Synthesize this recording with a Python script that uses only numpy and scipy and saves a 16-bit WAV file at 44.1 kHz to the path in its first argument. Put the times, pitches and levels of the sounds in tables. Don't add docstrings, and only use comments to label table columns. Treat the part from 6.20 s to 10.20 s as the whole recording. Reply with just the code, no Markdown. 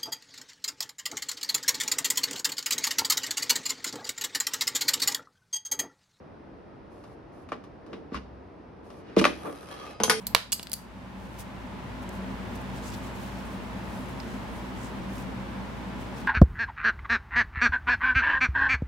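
import sys
import numpy as np
from scipy import signal
from scipy.io import wavfile

SR = 44100
rng = np.random.default_rng(int(sys.argv[2]) if len(sys.argv) > 2 else 0)


def output_pcm(signal):
    pcm = np.clip(np.atleast_2d(signal).T, -1, 1) * 32767
    wavfile.write(sys.argv[1], SR, np.round(pcm).astype(np.int16))


N = 176400
TIME = np.arange(N) / SR
BAND_EDGES_HZ = 22 * 2 ** np.arange(0, 9.6, .5)

COLOUR_HZ = (180, 400, 750, 1400, 3000, 5500, 10000)
# f/Hz, level/dB per octave
BACKGROUND = [(25, -90), (45, -64), (70, -56.5), (100, -56), (140, -58), (280, -51), (1000, -56.5),
              (2000, -66.5), (3500, -75), (5500, -76.5), (7500, -90.5), (14000, -99)]
# f/Hz, likeness (1 = the same)
LIKENESS = [(60, 0.8), (300, 0.72), (900, 0), (2200, 0.63), (5000, 0.32), (12000, 0)]
# f/Hz, t60/s (the time to fade by 60 dB)
ROOM_T60 = [(150, 0.57), (1000, 0.14), (4000, 0.45), (12000, 0.15)]
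# f/Hz, level/dB
ROOM_LEVELS = [(150, -3.5), (500, -7), (1400, -11.5), (3000, -12.5), (10000, -9.5)]
# t/s, level/dB
BOOMS = [(1.95, -39.5), (2.979, -43)]

# f/Hz, left minus right level/dB
PAN = [(250, -1.5), (550, 0.7), (1400, 3), (3000, 0.5)]
# start t/s, end t/s, level/dB; then its colour
BRUSHES = [(0.69, 0.966, -74.5), (1.111, 1.262, -74), (2.627, 2.83, -71)]
BRUSH_COLOUR = (6, 10.5, 14.5, -6, -5.5, 1.5, -6)
# middle t/s, half length/s, colour
RUBS = [(1.74, 0.072, -50, -41.5, -66, -65, -68, -69, -86),
        (1.959, 0.024, -38, -44, -49, -39, -44.5, -44.5, -77),
        (2.922, 0.1, -53, -49, -81, -52, -60.5, -65, -86),
        (2.993, 0.011, -48, -43, -38, -28, -26, -25.5, -43),
        (3.27, .036, -45.5, -38.5, -35, -44.5, -53.5, -67, -56)]
# t/s, level/dB; then their colour
TICKS = [(0.839, -58), (1.289, -54), (1.439, -57), (1.664, -61), (2.703, -55.5), (2.965, -37.5)]
TICK_COLOUR = (-15, -6, 6, 2, -0.5, 0, -14)
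# t/s, colour
KNOCKS = [(1.319, -48.5, -36, -33, -30, -42, -47, -66), (1.731, -46, -42, -46, -44, -43, -54, -73),
          (1.919, -31.5, -38, -56, -47, -66, -75, -83), (1.944, -50, -58, -45, -26.5, -57, -45, -62),
          (2.9675, -13.5, -14, -23, -38, -32, -52, -64), (2.9765, -19.5, -24.5, -36, -40, -42, -56, -62),
          (3.013, -23, -20, -23.5, -36, -30, -34, -45)]
# t/s, colour
SNAPS = [(3.0418, -36, -30, -35.5, -17.5, -23, -31, -42), (3.0522, -35, -24, -21, -15.5, -24, -26, -38.5)]
# f/Hz, width/Hz, level/dB
CATCH_MODES = [(585, 62, 6.5), (1175, 83, 4), (2470, 260, 3.5)]
# f/Hz, width/Hz, level/dB
SHELL_HZ = (199, 290, 460, 580, 1075, 1164, 2290, 2450, 2840)
SHELL_WIDTH_HZ = (26, 41, 44.7, 25, 30.2, 49, 39.6, 44, 43.5)
SHELL_DB = (1, 5, 3.2, 6.4, 1.2, 8.7, -2, 2, 2.8)
# f/Hz, t60/s
PLASTIC_T60 = [(200, 0.062), (1200, 0.081), (4000, 0.14), (10000, 0.053)]
METAL_T60 = [(200, 0.058), (1200, 0.095), (4000, 0.1), (10000, 0.06)]

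# t/s, scrape level/dB, hiss level/dB
SLIDE = [(3.05, -66, -61), (3.15, -47.5, -66), (3.30, -48.5, -63.5), (3.47, -49.5, -65.5),
         (3.50, -41.5, -61), (3.57, -45.5, -68), (3.66, -44, -66), (3.71, -46.5, -66.5), (3.75, -53.5, -94),
         (3.80, -63, -95)]
# f/Hz, level/dB per octave
SCRAPE = [(100, -36), (250, -14), (600, -5), (1300, -6.5), (2500, -14), (5000, -15.5), (7500, -16.5),
          (14000, -46)]
HISS = [(7500, -35), (9000, -1.5), (11000, 6), (14000, -1.5)]
# t/s, share of the scrape that sets it ringing
FREEDOM = [(3.2, 0.26), (3.6, 0.75)]
# f/Hz, level/dB
GUIDED_HZ = (533, 830, 1160, 1240, 1720, 2560, 3205, 3285, 3800, 4050, 4910, 5140, 5865, 6160)
GUIDED_DB = (8, 4, 15, 15, 10, 18, 23, 23, 15, 18, 17, 15, 18, 17)
# start t/s, end t/s, first f/Hz, last f/Hz, level/dB
SQUEALS = [(3.578, 3.703, 1260, 1185, -49)]
# t/s, colour
CLANKS = [(3.801, -27.5, -34.5, -29.5, -35, -42, -41.5, -52.5),
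          (3.8348, -45, -44, -28.5, -35.5, -31, -23, -28), (3.879, -28, -25.5, -33.5, -37, -56, -58, -66),
          (3.8972, -48, -34, -30, -16.5, -26, -19, -24.5), (3.911, -59, -55, -27, -41, -35, -30, -61)]
# f/Hz, t60/s, level/dB
RIM_MODES = [(510, 0.057, -22), (1030, 0.093, -25), (3248, 0.17, -29), (6180, 0.037, -17),
             (6330, 0.021, -9)]
# f/Hz, t60/s, level/dB
BASKET_HZ = (215, 441, 485, 845, 1225, 1475, 2116, 2440, 3180, 3704, 4753, 5179, 5443, 6150, 8807)
BASKET_T60_S = (.5, 1.0, .2, .19, .3, .11, .24, .3, .42, .2, .18, .2, .2, .09, 1.1)
BASKET_DB = (9, 17, 7, 5, 3, 8, 2, 5, 12, 3, 4, 4, 1, 2, 22)
# f/Hz, width/Hz, level/dB
MIC_TONE = [(7400, 2300, -7.5), (10470, 3100, 5.5)]


def from_db(db):
    return 10 ** (np.asarray(db) / 20)


def fade(age, t60):
    return np.exp(-np.log(1000) * age / t60)


def at_hz(points, hz):
    pitches, values = np.transpose(points)
    return np.interp(np.log(hz), np.log(pitches), values)


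def colour(levels, hz):
    gain = from_db(np.interp(np.log(hz), np.log(COLOUR_HZ), levels))
    return gain / np.sqrt(1 + (200 / hz) ** 10)


def stereo_noise(hz, size=N):
    alike = at_hz(LIKENESS, hz)
    mid, side = rng.standard_normal((2, size))
    return np.sqrt((1 + alike) / 2) * mid + np.sqrt((1 - alike) / 2) * side * [[1], [-1]]


def bands(drive, per_octave=True):
    out = 0
    for k, (low, high) in enumerate(zip(BAND_EDGES_HZ, BAND_EDGES_HZ[1:])):
        band = signal.butter(2, [low, high], "band", fs=SR, output="sos")
        gain = np.sqrt(SR / (high - low)) / 2 if per_octave else 1
        out = out + (-1) ** k * gain * signal.sosfilt(band, drive(np.sqrt(low * high)) + 1e-18)
    return out


def resonance(x, hz, width, db):
    r = np.exp(-np.pi * width / SR)
    feedback = [1, -2 * r * np.cos(2 * np.pi * hz / SR), r * r]
    return from_db(db) * (1 - r * r) / 2 * signal.lfilter([1, 0, -1], feedback, x + 1e-18)


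def waver(depth_db, rate_hz):
    slips = signal.sosfilt(signal.butter(2, rate_hz, fs=SR, output="sos"), rng.standard_normal(N))
    gain = from_db(depth_db * slips / slips.std())
    return gain / np.sqrt(np.mean(gain ** 2))


def background():
    return bands(lambda hz: from_db(at_hz(BACKGROUND, hz)) * stereo_noise(hz))


def kitchen_echo(x, delay_s=0.0028, build_s=0.0033):
    age = np.maximum(TIME[:SR // 2] - delay_s, 0)
    def tail(hz):
        shape = (1 - np.exp(-age / build_s)) * fade(age, at_hz(ROOM_T60, hz))
        shape /= np.linalg.norm(shape)
        return from_db(at_hz(ROOM_LEVELS, hz)) * shape * stereo_noise(hz, size=len(age))
    return signal.fftconvolve(x, bands(tail, per_octave=False), axes=1)[:, :N]


def stove(modes_hz=(64.5, 69), t60=1.0):
    out = 0
    for start, db in BOOMS:
        age = np.maximum(TIME - start, 0)
        strong, weak = [np.sin(2 * np.pi * hz * age) for hz in modes_hz]
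        out = out + from_db(db) * fade(age, t60) * (strong + weak / 2)
    return out


def blows(table, t60, modes, click_share, blow_s=.012, build_s=0.00015):
    def clicks(hz):
        out = np.zeros(N)
        for start, *levels in table:
            out[int(start * SR)] = colour(levels, hz) * np.sqrt(blow_s * SR)
        return out
    def pan(hz):
        return from_db(at_hz(PAN, hz) / 2 * np.array([[1], [-1]]))
    def noisy_ring(hz):
        fall, rise = fade(1 / SR, at_hz(t60, hz)) ** 2, np.exp(-1 / (build_s * SR))
        power = signal.lfilter([(1 - fall) * (1 - rise)], np.poly([fall, rise]), clicks(hz) ** 2 + 1e-18)
        return np.sqrt(power) * stereo_noise(hz) * pan(hz)
    click = bands(lambda hz: clicks(hz) * pan(hz))
    ringing = sum(resonance(click, *mode) for mode in modes)
    return np.sqrt(click_share) * click + ringing + np.sqrt(1 - click_share) * bands(noisy_ring)


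def rubbing(drawer_db=-3.5, brush_fade_s=0.031):
    swells = np.array([np.exp(-np.minimum(((TIME - t) / half) ** 2, 100)) for t, half, *_ in RUBS])
    rough = waver(depth_db=2, rate_hz=243)
    touch = sum(from_db(db) * np.clip(np.minimum(TIME - start, end - TIME) / brush_fade_s, 0, 1)
                for start, end, db in BRUSHES)
    def friction(hz):
        drawer = from_db(drawer_db) * np.array([colour(row[2:], hz) for row in RUBS]) @ swells
        skin = colour(BRUSH_COLOUR, hz) * touch
        return (drawer + skin) * rough * stereo_noise(hz)
    return bands(friction)


def housing():
    shell = list(zip(SHELL_HZ, SHELL_WIDTH_HZ, SHELL_DB))
    rubs = rubbing()
    ticks = [(start, *np.add(TICK_COLOUR, db)) for start, db in TICKS]
    knocks = from_db(-5) * blows(KNOCKS + ticks, PLASTIC_T60, shell, click_share=0.067)
    snaps = from_db(-4) * blows(SNAPS, PLASTIC_T60, CATCH_MODES, click_share=0.3)
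    return knocks + snaps + rubs + sum(resonance(rubs, *mode) for mode in shell)


def squeal(width_hz=39):
    smooth = signal.butter(2, width_hz / 2, fs=SR, output="sos")
    out = 0
    for start, end, first_hz, last_hz, db in SQUEALS:
        along = np.clip((TIME - start) / (end - start), 0, 1)
        phase = 2 * np.pi * np.cumsum(first_hz + (last_hz - first_hz) * along) / SR
        wander = signal.sosfilt(smooth, rng.standard_normal((2, N)))
        tone = (wander[0] * np.cos(phase) + wander[1] * np.sin(phase)) / wander.std()
        swell = np.sqrt(4 * along * (1 - along))
        out = out + from_db(db) * swell * tone
    return out


def slide():
    times, *levels = np.transpose(SLIDE)
    scrape, hiss = [np.interp(TIME, times, from_db(db), left=0, right=0) for db in levels]
    rough = waver(depth_db=3.5, rate_hz=148)
    def friction(hz):
        strength = np.hypot(scrape * from_db(at_hz(SCRAPE, hz)), hiss * from_db(at_hz(HISS, hz)))
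        return strength * rough * stereo_noise(hz)
    return bands(friction)


def rim():
    age = np.maximum(TIME - CLANKS[1][0], 0)
    return sum(from_db(db) * fade(age, t60) * np.sin(2 * np.pi * hz * age) for hz, t60, db in RIM_MODES)


def overtones(x, count=90, low_hz=2000, high_hz=9500, t60=.3):
    age = TIME[:SR // 2]
    draws = rng.random((count, 3))
    pitches = low_hz * (high_hz / low_hz) ** draws[:, 0]
    phases = draws[:, 1:, None]
    rings = sum(np.sin(2 * np.pi * (hz * age + phase)) for hz, phase in zip(pitches, phases))
    rings *= fade(age, t60)
    return signal.fftconvolve(x, rings / np.linalg.norm(rings[0]) / 2, axes=1)[:, :N]


def basket():
    widths_hz = np.log(1000) / (np.pi * np.array(BASKET_T60_S))
    modes = zip(BASKET_HZ, widths_hz, BASKET_DB)
    clanks = from_db(-1) * blows(CLANKS, METAL_T60, modes, click_share=0.11)
    scrape = slide()
    shaking = scrape * np.interp(TIME, *np.transpose(FREEDOM))
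    singing = sum(resonance(shaking * waver(depth_db=5, rate_hz=7), hz, width=11, db=db)
                  for hz, db in zip(GUIDED_HZ, GUIDED_DB))
    return clanks + scrape + singing + overtones(from_db(-8) * clanks + shaking)


def scene(right_lag_s=.00004):
    fryer = housing() + basket() + squeal() + rim()
    direct = np.array([fryer[0], np.interp(TIME - right_lag_s, TIME, fryer[1])])
    return direct + kitchen_echo(fryer) + stove() + background()


def record(dry, soften_hz=12500, cutoff_hz=13700):
    for hz, width, db in MIC_TONE:
        dry = dry + (from_db(db) - 1) * resonance(dry, hz, width, 0)
    soft = signal.sosfilt(signal.butter(6, soften_hz, fs=SR, output="sos"), dry)
    steep_cut = signal.ellip(10, .1, 70, cutoff_hz, fs=SR, output="sos")
    return signal.sosfilt(steep_cut, np.tanh(soft))


dry = scene()
out = record(dry)
output_pcm(out)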